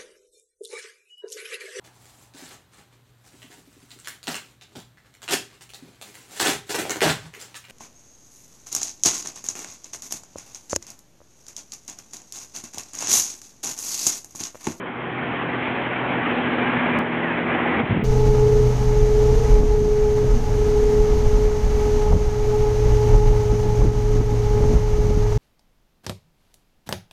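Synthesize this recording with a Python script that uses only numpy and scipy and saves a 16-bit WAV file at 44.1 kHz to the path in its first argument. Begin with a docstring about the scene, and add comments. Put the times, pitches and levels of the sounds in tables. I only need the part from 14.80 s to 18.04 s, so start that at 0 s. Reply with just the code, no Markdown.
"""Outdoors, close beside an air conditioner; a phone walks up from its side to the grille on top.
Air rushes through the slats as flickering noise bands, with a faint narrow band of noise that slides
down and, before it, three fainter ones that may pass for chance ripples of the rush.
Blade tones, summed cosines, beat against the motor's mains hum; at last the draught buffets the microphone
with a gusty rumble and puffs. The level drops twice; one lost block makes the tones skip, with a faint tick."""
import sys
import numpy as np
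from scipy import signal
from scipy.fft import rfft, irfft, next_fast_len
from scipy.io import wavfile
from scipy.ndimage import uniform_filter1d

SR = 44100
rng = np.random.default_rng(int(sys.argv[2]) if len(sys.argv) > 2 else 0)


def store_pcm(level_fs):
    """Save levels as 16-bit WAV."""
    pcm = np.round(np.clip(level_fs, -1, 1) * 32767).astype(np.int16)
    wavfile.write(sys.argv[1], SR, np.atleast_2d(pcm).T)


N = 142884

# Air rush along the walk: time_s, level_db, place (0 beside the unit, 1 over the grille), treble_lift_db
RUSH_PATH = [(0, -32.5, 0, -3), (.17, -31, 0.21, -0.5), (.4, -28.5, 0, -2), (.55, -27.5, .07, 0),
             (.72, -26.5, 0.36, 0), (.9, -26.5, .1, 2.5), (1.12, -25.5, 0.43, 1), (1.3, -23.5, 0.41, 0),
             (1.6, -23, 0.78, 2), (1.85, -22, 0.6, 1), (2.215, -21.5, .9, 0), (2.225, -24.5, 1, -2.5),
             (2.3, -26, 0.81, 0), (2.42, -23.5, 1, -1), (2.56, -23.5, 1, 1), (2.68, -22.5, 0.94, -.5),
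             (2.8, -22, 0.8, -2), (3.0, -19, 0.85, -0.5), (3.008, -25.5, 0.47, -3.5), (3.1, -27, 0.63, 2.5),
             (3.16, -25.5, 1, 0.5), (3.24, -32, 0.73, 1)]
# Spectrum of the rush at the two places: pitch_hz, beside_db_per_hz, grille_db_per_hz
AIR_SPECTRUM = [(25, -19.5, -15), (60, -12.5, -18), (110, -6, -10.5), (189, 1, -7), (244, -0.5, -5),
                (310, -2.5, -1.5), (400, -1, -5), (600, -4, -4), (810, -1.5, -3), (1330, -6, -8.5),
                (1640, -4.5, -7), (2240, -7.5, -6.5), (2520, -8.5, -11.5), (2850, -16, -16.5),
                (3250, -11, -15), (3450, -13, -15), (4360, -14.5, -17)]
TREBLE_FROM_HZ, TREBLE_FULL_HZ = 2100, 2700  # the lift fades in between these
EDDY_DB, SHARED_DB, FLICKER_DB = 0.8, 0.4, 1.3  # flutter of all bands, of five neighbours, of one band

BLADE_HZ, MAINS_HUM_HZ = 42.235, 119.95
HUM_LEAD_S = .00615
BLADE_SMEAR_S = .0013  # each multiple but the sixth leads by this times its number, spreading the pulse
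WAVER_DB = 1.8
# Blade tones against the rush: multiple_of_blade_rate, beside_db, grille_db
BLADE_TONES = [(2, -32, -26.5), (4, -20.5, -12), (5, -25.5, -22.5), (7, -13.5, -19.5), (8, -20, -14),
               (9, -18.5, -21), (10, -37.5, -15)]
# Motor hum against the rush: multiple_of_hum, beside_db, grille_db
HUM_TONES = [(1, -24, -24.5), (3, -14, -24.5), (4, -23, -19.5)]
# The beating pair: time_s, sixth_blade_multiple_db, second_hum_multiple_db
BEATING_PAIR = [(0, -47, -42), (.4, -47, -42), (.85, -33, -37), (1.15, -37.5, -52.5), (1.5, -35.5, -28.5),
                (1.75, -30.5, -29.5), (2.0, -29.5, -28), (2.215, -33.5, -25.5), (2.225, -44, -30.5),
                (2.6, -41.5, -30.5), (2.95, -31, -30.5), (3.05, -39, -47), (3.24, -44, -52)]
# Third blade multiple: time_s, level_db
THIRD_BLADE = [(0, -56), (.28, -39.5), (.9, -40), (1.38, -35), (1.58, -47), (1.75, -39.5), (1.95, -35.5),
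               (2.1, -48), (2.35, -40), (2.7, -49), (3.0, -43.5)]

# Narrow sliding bands of noise, the last the clearest: start_s, length_s, from_hz, to_hz, level_db
SLIDING_BANDS = [(1.78, .1, 2420, 2300, -36), (1.93, .11, 1780, 1680, -35), (2.1, .07, 2330, 2450, -35),
                 (2.4, .115, 2150, 1590, -30.5)]
SLIDE_WIDTH_HZ, SLIDE_ROUGHNESS = 120, .5

# Rumble of the draught on the microphone: time_s, level_db
DRAUGHT_LEVEL = [(2.6, -60), (2.9, -37.5), (3.0, -29), (3.05, -33), (3.075, -36), (3.1, -32), (3.15, -26.5),
                 (3.19, -32), (3.24, -29.5)]
DRAUGHT_HZ, DRAUGHT_WIDTH_HZ, GUST_DB = 169, 230, 0.5
# Puffs on the microphone: centre_s, fundamental_peak_db, pitch_hz, length_s (centre to 1/e)
MIC_PUFFS = [(2.978, -19, 240, .008), (3.0095, -15.5, 240, .011), (3.039, -21, 130, .004),
             (3.047, -20, 130, .004), (3.066, -21, 300, .003), (3.0995, -18, 150, .004),
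             (3.111, -11, 130, .004), (3.12, -14.5, 135, .0035), (3.129, -11, 130, .004),
             (3.1495, -17, 220, .003), (3.168, -12, 200, .006), (3.1735, -15, 300, .002),
             (3.181, -18, 120, .004), (3.196, -15.5, 170, .003), (3.2055, -19, 200, .005),
             (3.2285, -15, 200, .005), (3.235, -21, 110, .004)]
PUFF_EDGE = .25  # share of the octave that sharpens each crest

LOST_AT_S, LOST_S = 2.1895, 1024 / 44100
TICK_DB, TICK_S = -19.5, 0.00039  # step height before the last filter, decay time
# Colour of the phone's microphone: pitch_hz, level_db
PHONE_COLOUR = [(20, -27.5), (45, -0.5), (90, 0), (3000, 0), (3400, -7), (3800, -17), (4200, -26.5),
                (4550, -50.5)]
TOP_HZ, TICK_TOP_HZ = 4544, 15800


def undb(db):
    """Turn dB into gain."""
    return 10 ** (np.asarray(db) / 20)


def curve(table, column=1):
    """One column of a table, joined by straight lines over time."""
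    rows = np.array(table, float)
    return np.interp(np.arange(N) / SR, rows[:, 0], rows[:, column])


def walk(rate_hz):
    """Random levels held for 1 / rate_hz seconds and slewed twice; spread near 1."""
    hold = int(SR / rate_hz)
    levels = rng.standard_normal(N // 100)[:N // hold + 1]
    held = np.repeat(levels, hold)
    slewed = uniform_filter1d(uniform_filter1d(held, hold), hold)
    return np.sqrt(2) * slewed[:N]


def band(low_hz, centre_hz, high_hz):
    """Noise whose power rises to a centre and falls again, a triangle on a log frequency axis."""
    log_hz = np.log(np.maximum(np.arange(N // 2 + 1) * SR / N, 1))
    power = np.interp(log_hz, np.log([low_hz, centre_hz, high_hz]), [0, 1, 0])
    return irfft(rfft(rng.standard_normal(N)) * np.sqrt(power), N)


def air_rush(place):
    """Sixth-octave bands of turbulence that roughen together, flutter with neighbours and flicker alone."""
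    rows = np.array(AIR_SPECTRUM, float)
    hz = 20 * 2 ** (np.arange(50) / 6)
    beside, grille = (np.interp(np.log(hz), np.log(rows[:, 0]), rows[:, c]) for c in (1, 2))
    lift_db = curve(RUSH_PATH, column=3)
    lift_share = np.interp(hz, [TREBLE_FROM_HZ, TREBLE_FULL_HZ], [0, 1])
    eddies_db = EDDY_DB * walk(90.)
    neighbours = [walk(21.8) for _ in range(10)]
    rush = 0
    for k in range(1, 49):
        db = beside[k] + place * (grille[k] - beside[k]) + lift_share[k] * lift_db
        db = db + eddies_db + SHARED_DB * neighbours[k // 5] + FLICKER_DB * walk(28.04)
        rush = rush + undb(db) * band(*hz[k - 1:k + 2])
    return rush / np.sqrt(np.mean(rush ** 2))


def blade_and_hum_tones(place, rush_db):
    """Multiples of the blade rate and motor hum; most waver, and their clock jumps over the lost block."""
    t = np.arange(N) / SR
    t = t + LOST_S * (t > LOST_AT_S)

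    def tone(hz, db, lead_s):
        """A cosine of the given RMS level, set ahead in time."""
        return np.sqrt(2) * undb(db) * np.cos(2 * np.pi * hz * (t + lead_s))

    def wavering_db(beside, grille):
        """Level that follows the rush and the place, with a slow random waver."""
        return rush_db + beside + place * (grille - beside) + WAVER_DB * walk(4.)

    tones = tone(6 * BLADE_HZ, curve(BEATING_PAIR), 0)
    tones = tones + tone(2 * MAINS_HUM_HZ, curve(BEATING_PAIR, column=2), HUM_LEAD_S)
    tones = tones + tone(3 * BLADE_HZ, curve(THIRD_BLADE), 3 * BLADE_SMEAR_S)
    for multiple, beside, grille in BLADE_TONES:
        lead_s = round(multiple) * BLADE_SMEAR_S
        tones = tones + tone(round(multiple) * BLADE_HZ, wavering_db(beside, grille), lead_s)
    for multiple, beside, grille in HUM_TONES:
        tones = tones + tone(round(multiple) * MAINS_HUM_HZ, wavering_db(beside, grille), HUM_LEAD_S)
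    return tones


def sliding_bands():
    """Narrow bands, a gliding carrier roughened by slow complex noise, that swell and fade."""
    slides, t = 0, np.arange(N) / SR
    for start_s, length_s, from_hz, to_hz, db in SLIDING_BANDS:
        progress = np.clip((t - start_s) / length_s, 0, 1)
        smooth = int(SR / SLIDE_WIDTH_HZ)
        slow = [uniform_filter1d(rng.standard_normal(N), smooth) for _ in range(2)]
        rough = 1 + SLIDE_ROUGHNESS * (slow[0] + 1j * slow[1]) / slow[0].std()
        phase = 2 * np.pi * np.cumsum(from_hz + progress * (to_hz - from_hz)) / SR
        swell = np.sqrt(2 * np.sin(np.pi * progress).clip(0))
        slides = slides + undb(db) * swell * (rough * np.exp(1j * phase)).real
    return slides


def lost_block_tick():
    """A downward step that decays at once, where the block is lost."""
    after = np.arange(N) / SR - LOST_AT_S
    return -undb(TICK_DB) * (after > 0) * np.exp(-np.abs(after) / TICK_S)


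def draught():
    """Moving air on the microphone: gusty low noise, and short puffs of a few cycles in bell envelopes."""
    t = np.arange(N) / SR
    rumble = band(DRAUGHT_HZ - DRAUGHT_WIDTH_HZ / 2, DRAUGHT_HZ, DRAUGHT_HZ + 2 * DRAUGHT_WIDTH_HZ)
    buffeting = rumble / rumble.std() * undb(curve(DRAUGHT_LEVEL) + GUST_DB * walk(40.))
    for centre_s, db, hz, length_s in MIC_PUFFS:
        since = t - centre_s
        bell = np.exp(-np.abs(since / length_s) ** 2.0)
        wave = np.cos(2 * np.pi * hz * since) + PUFF_EDGE * np.cos(4 * np.pi * hz * since)
        buffeting = buffeting + undb(db) * bell * wave
    return buffeting


def scene():
    """Rush, tones, sliding bands and draught at one microphone."""
    place = np.clip(curve(RUSH_PATH, column=2), 0, 1)
    rush_db = curve(RUSH_PATH)
    rush = undb(rush_db) * air_rush(place)
    tones = blade_and_hum_tones(place, rush_db)
    return (rush + tones + sliding_bands() + draught())[None]


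def low_pass(x, hz):
    """Steep elliptic filter that removes what lies above hz."""
    return signal.sosfilt(signal.ellip(8, .2, 80, hz, fs=SR, output="sos"), x)


def record(dry):
    """Narrow phone band; the tick joins after its low-pass and so reaches higher."""
    rows = np.array(PHONE_COLOUR, float)
    size = next_fast_len(N + SR // 2)
    log_hz = np.log(np.arange(size // 2 + 1) * SR / size + 1)
    colour = undb(np.interp(log_hz, np.log(rows[:, 0]), rows[:, 1]))
    coloured = irfft(rfft(dry, size) * colour, size)[:, :N]
    return low_pass(low_pass(coloured, TOP_HZ) + lost_block_tick(), TICK_TOP_HZ)


dry = scene()
out = record(dry)
store_pcm(out)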